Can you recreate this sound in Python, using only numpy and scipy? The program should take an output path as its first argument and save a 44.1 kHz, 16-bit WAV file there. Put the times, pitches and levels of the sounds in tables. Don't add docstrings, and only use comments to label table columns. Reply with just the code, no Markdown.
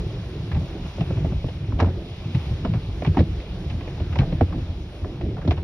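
import sys
import numpy as np
from scipy import signal
from scipy.fft import rfft, irfft
from scipy.io import wavfile
from scipy.ndimage import uniform_filter1d

SR = 44100
rng = np.random.default_rng(int(sys.argv[2]) if len(sys.argv) > 2 else 0)


def put_to_file(sound):
    columns = np.atleast_2d(sound).T
    safe = np.clip(columns, -1, 1)
    whole_steps = np.round(safe * 32767)
    wavfile.write(sys.argv[1], SR, whole_steps.astype(np.int16))


N = 248283
HZ = np.maximum(np.fft.rfftfreq(N, 1 / SR), 1)


def undb(db):
    return 10 ** (np.asarray(db) / 20)


def over_hz(table):
    hz, value = np.transpose(table)
    return np.interp(np.log(HZ), np.log(hz), value)


def over_time(table):
    return np.interp(np.arange(N) / SR, *np.transpose(table))


def unit(x):
    return x / np.sqrt(np.mean(x ** 2))


def peak(x):
    return x / np.abs(x).max()


def fade(t, t60):
    return np.exp(-np.log(1000) * t / t60)


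def walk(rate):
    k = int(SR / rate)
    held = np.repeat(rng.standard_normal(N // k + 1), k)
    return 1.9 * uniform_filter1d(uniform_filter1d(held, k), k)[:N]


def flickering(colour, shared_db, own_db, rate):
    white = rfft(rng.standard_normal(N)) * undb(over_hz(colour))
    out = 0
    for octave in np.arange(4, 14.6, 2 / 3):
        window = np.cos(np.clip((np.log2(HZ) - octave) * 1.5, -1, 1) * np.pi / 2) ** 2
        out = out + irfft(white * window, N) * undb(shared_db + own_db * walk(rate))
    return unit(out)


def resonate(x, hz, width):
    return signal.lfilter(*signal.iirpeak(hz, hz / width, SR), x)


def add(track, s, x):
    i = max(int(s * SR), 0)
    track[i:i + len(x)] += x[:N - i]


def drag_level():
    # (t/s, level/dB)
    drag_course = [(0.0, -29.5), (0.64, -28), (0.92, -32), (1.22, -23.5), (1.54, -30.5), (1.93, -24.5),
                   (2.05, -31.5), (2.29, -32.5), (2.52, -28.5), (3.25, -29), (3.36, -30.5), (3.54, -29.5),
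                   (4.36, -26), (4.56, -25), (4.77, -33), (5.03, -32.5), (5.14, -26.5), (5.63, -29)]
    return over_time(drag_course)


def cloth_drag(swell_db):
    # (f/Hz, relative level/dB per Hz)
    drag_colour = [(15, -45), (25, -4.5), (65, 2), (141, -2.5), (175, -4), (219, -15), (345, -10.5),
                   (454, -23), (600, -23.5), (1000, -43), (2000, -44), (4000, -77.5)]
    return undb(drag_level()) * flickering(drag_colour, swell_db, 2.8, 22.006)


def water_spray(swell_db):
    # (f/Hz, relative level/dB per Hz)
    spray_colour = [(700, 7.5), (1100, 1.5), (1800, -3), (2400, 1), (3500, 1.5), (4300, -4), (5500, -8),
                    (8000, -23.5), (11000, -23.5), (13000, -35), (16000, -25.5)]
    # (t/s, level/dB)
    spray_course = [(0, -42.5), (.4, -44.5), (1., -42.5), (1.75, -47), (2.45, -42), (2.8, -45), (3.3, -44),
                    (4.15, -44.5), (5., -46.5), (5.63, -49.5)]
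    return undb(over_time(spray_course)) * flickering(spray_colour, swell_db, 0.91, 19)


def patter(times, sizes):
    out = np.zeros(N)
    for s, (size, place) in zip(times, sizes):
        tap_db = 9 * size - 25
        pane_hz = 260 * 2 ** (0.65 * place)
        add(out, s, slap(tap_db, -13.0, pane_hz, 2400, -7.0))
    return undb(drag_level() + 10) * out


def thumps():
    # (t/s, peak level/dB before the bass cut, panel region f/Hz)
    blows = [(0.145, -27.5, 122), (0.534, -13.5, 94), (0.562, -12.5, 106.7), (0.615, -16.5, 129),
             (0.993, -22, 140), (1.009, -12, 144), (1.103, -16, 164), (1.157, -15.5, 125),
             (1.243, -17, 115.5), (1.32, -14.5, 130.5), (1.352, -16.5, 59.4), (1.442, -15, 119.6),
             (1.733, -12, 64.8), (1.807, -17, 80), (1.82, -13, 98.4), (1.824, -16.5, 298),
             (1.841, -16.5, 82.4), (1.864, -15.5, 171.4), (1.906, -21.5, 147), (2.258, -19.5, 150),
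             (2.349, -9, 128), (2.51, -14.5, 109.4), (2.644, -19, 183), (2.695, -12, 125.6),
             (2.729, -12, 110), (2.748, -11, 119.4), (2.886, -19, 96), (3.072, -11, 149),
             (3.085, -13.5, 90.5), (3.172, -7.5, 207), (3.188, -7.5, 81.6), (3.204, -13, 206),
             (3.291, -16.5, 68), (3.696, -21.5, 85), (3.743, -18.5, 84.6), (4.011, -18, 97.6),
             (4.101, -20, 79.5), (4.158, -17.5, 123), (4.193, -4.5, 108.5), (4.222, -18, 85.6),
             (4.326, -18, 152), (4.412, -11, 248), (4.416, -9, 79), (4.621, -20.5, 78), (4.69, -19.5, 76.2),
             (5.024, -17, 74), (5.455, -16.5, 155), (5.478, -17, 318), (5.483, -9, 84.4), (5.51, -13, 84.3),
             (5.573, -17.5, 77)]
    # (nominal f/Hz, t60/s, level/dB when struck at its own pitch)
    body_modes = [(51.3, 0.43, -4), (59.4, 0.16, -8.5), (86.7, 0.27, 0), (125.9, 0.13, 0), (154.4, 0.13, 1),
                  (186.4, 0.14, -6.5), (257, 0.06, 4.5), (324, 0.097, -3.5), (460, 0.055, -38)]
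    panel_db, panel_cycles = 2, 11.4
    push_s = 0.0042
    out, t = np.zeros(N), np.arange(int(.4 * SR)) / SR
    chance = rng.uniform(-1, 1, (len(blows), len(body_modes)))
    for (s, db, place_hz), row in zip(blows, chance):
        ring = undb(panel_db) * np.sin(2 * np.pi * place_hz * t) * fade(t, panel_cycles / place_hz)
        for (hz, t60, mode_db), u in zip(body_modes, row):
            near_db = -12. * abs(np.log2(hz / place_hz))
            tone = np.sin(2 * np.pi * hz * (1 + 0.022 * u) * t)
            ring = ring + undb(mode_db + near_db + 5.1 * u) * tone * fade(t, t60)
        ring = ring * (1 - np.exp(-t / push_s)) ** 2
        add(out, s - .002, undb(db) * peak(ring))
    out = out * np.minimum(np.arange(N)[::-1] / 200, 1)
    return signal.sosfilt(signal.butter(2, 42, "high", fs=SR, output="sos"), out)


def slap(db, splash_db, hz, splash_hz, foam_db):
    crack_db, knock_db = -10, -1.5
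    spatter_db, drops_per_s = -4.5, 990
    rise_s, rise_ref_db, rise_db_per_doubling = 0.0015, -13.5, 11
    sweep_start, sweep_end, sweep_s = 1.662, 0.584, 0.00493
    snap_s, wash_s, wash_db = .022, .09, -12
    t = np.arange(int(.2 * SR)) / SR
    noise = rng.standard_normal((4, len(t)))

    rise = 1 - np.exp(-t / (rise_s * 2 ** ((rise_ref_db - db) / rise_db_per_doubling)))
    foam = rise * undb(foam_db) * fade(t, 0.077)
    contact = rise * fade(t, 0.012)

    sweep_hz = hz * (sweep_end + (sweep_start - sweep_end) * np.exp(-t / sweep_s))
    sweep = np.sin(2 * np.pi * np.cumsum(sweep_hz) / SR)
    crack = rise * fade(t, 0.052) * sweep * np.sign(noise[0, 0])

    pane = resonate(resonate(noise[1] * (contact + foam), hz, 0.3 * hz), hz, 0.9 * hz)
    late_push = (1 - np.exp(-t / 0.0084)) * (fade(t, 0.061) + foam)
    knock = resonate(noise[1] * late_push, 0.45 * hz, 0.14 * hz)
    knock = resonate(knock, 0.774 * hz, 0.27 * hz)

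    landing = rng.random(len(t)) < drops_per_s / SR
    drops = uniform_filter1d(noise[0] ** 2 * landing, size=30) * 30 + .25
    spatter = noise[2] * drops * rise * (fade(t, 0.11) + foam)
    spatter = resonate(resonate(spatter, 1900, 2400), 2400, 3000)

    splash = noise[3] * np.sqrt(rise) * (fade(t, snap_s) + undb(wash_db) * fade(t, wash_s))
    splash = resonate(resonate(splash, splash_hz, 900), splash_hz, 3300)
    water = peak(splash) + undb(spatter_db) * peak(spatter)

    burst = peak(pane) + undb(crack_db) * peak(crack) + undb(knock_db) * peak(knock)
    burst = burst + undb(splash_db) * water
    return undb(db) * signal.sosfilt(signal.butter(3, 5200, fs=SR, output="sos"), burst)


def slaps():
    # (t/s, pane level/dB, splash level/dB against the pane, pane colour f/Hz, splash colour f/Hz)
    landings = [(0.515,-30.5,1.5,847,1800),(0.545,-32.5,-0.5,765,2600),(0.562,-34,-6,790,1500),(0.614,-40,-20,450,1920),(0.858,-32.5,-17,593,3700),(0.982,-25.5,-19,460,3040),(1.007,-26,-2,604,2630),(1.107,-24,-29,505,1770),(1.17,-33,-24,946,1770),(1.2,-37,-19,450,2000),(1.245,-23,-18,607,2130),(1.256,-26,-26,440,1500),(1.321,-30,-17,560,2840),(1.442,-25,-38,417,1770),(1.484,-29,-5.5,473,2830),(1.721,-32,-11,1034,1690),(1.788,-25,-6,603,3040),(1.793,-25,-6,894,2220),(1.8,-16,0,885,1730),(1.81,-27.5,-12,710,2000),(1.823,-17.5,-20,604,1900),(1.83,-25,-15,624,1500),(1.843,-29,-8,896,1710),(1.859,-23,-15,520,2480),(1.87,-31,-16,620,1510),(1.885,-26,-16,530,2130),(2.347,-29.5,0.5,608,2540),(2.648,-20,-11,880,2600),(2.736,-29,-3.5,720,2190),(2.752,-37.5,-5,690,2000),(3.021,-20,-12.5,553,2270),(3.048,-25,0,783,2030),(3.063,-30,1.5,910,2800),(3.073,-23,-6.5,487,2400),(3.145,-35.5,-4,900,1500),(3.17,-14.5,-13,692,2080),(3.179,-29,-2,910,3000),(3.189,-21,-3,563,1750),(3.195,-33,-1,800,3900),(3.204,-15.5,-14.5,379,2500),(3.4,-43,6,600,2400),(3.699,-34.5,3.5,663,2580),(3.808,-35,-3,573,2200),(3.874,-30,-5,530,2300),(3.975,-34.5,-18,742,2000),(3.999,-29.5,-5,623,2600),(4.125,-35,0,1254,2180),(4.156,-22.5,-7,760,2360),(4.187,-25,5,814,2300),(4.204,-30.5,1,1120,1900),(4.215,-26.5,-9,633,1750),(4.231,-29,-20,573,1600),(4.323,-24.5,-9,460,2200),(4.409,-10.5,-18.5,645,2280),(4.524,-30.5,-15,1120,2030),(5.045,-25.5,-26,616,1970),(5.21,-27.5,-7.5,617,2320),(5.368,-30,-18,683,1500),(5.38,-31.5,-15,913,1500),(5.416,-33.5,-11,1180,1600),(5.448,-24,-14,400,1940),(5.476,-18,-11.5,575,3700),(5.508,-19,-2,608,2390),(5.567,-39.5,-1.5,883,2800),(5.575,-31,-6,865,2800)]
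    out = np.zeros(N)
    for s, db, splash_db, hz, splash_hz in landings:
        foam_db = -13 + 0.54 * splash_db - 0.12 * db
        add(out, s, slap(db, splash_db, hz, splash_hz, foam_db))
    return out


def two_ports(first, second):
    # (f/Hz, lead/radians)
    port_lead = [(0, 0), (520, -.09), (860, .07), (1350, .45), (1750, .2), (2050, .43), (2750, 1.87),
                 (3450, 2.67), (4000, 1.45), (4500, 2.3), (5000, 6.0), (6700, 8.5), (7600, 9.4),
                 (11100, 12.6), (14200, 15.7), (16000, 17.5)]
    # (f/Hz, likeness/0-1)
    port_likeness = [(100, .9999), (340, .99), (700, .92), (1050, .75), (1750, .75), (2250, .5),
                     (3000, .64), (3800, .33), (4700, .15), (5400, .77), (7000, .9), (14000, .88)]
    # (f/Hz, level/dB)
    port_balance = [(60, -.1), (110, -.1), (170, -.5), (280, -1.7), (470, -2.3), (780, -2), (1300, -1),
                    (2180, .5), (3640, .4), (6080, .1)]
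    like = np.clip(over_hz(port_likeness), 0, 1)
    common = rfft(first) * np.sqrt((1 + like) / 2)
    apart = rfft(second) * np.sqrt((1 - like) / 2)
    half_lead = np.exp(.5j * np.interp(HZ, *np.transpose(port_lead)))
    tilt = undb(over_hz(port_balance) / 2) * half_lead
    return np.array([irfft((common + apart) * tilt, N), irfft((common - apart) / tilt, N)])


def scene():
    tap_times, tap_sizes = rng.uniform(0, N / SR, 90), rng.random((90, 2))
    drag_swell, spray_swell = .8 * walk(14), 0.23 * walk(12)
    boom = thumps()

    def arrival():
        cloth = cloth_drag(drag_swell) + patter(tap_times, tap_sizes)
        return cloth + water_spray(spray_swell) + boom + slaps()

    return two_ports(arrival(), arrival())


def record(dry):
    dry = signal.sosfilt(signal.butter(2, 25, "high", fs=SR, output="sos"), dry)
    return signal.sosfilt(signal.ellip(12, .5, 50, 15750, fs=SR, output="sos"), dry)


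dry = scene()
out = record(dry)
put_to_file(out)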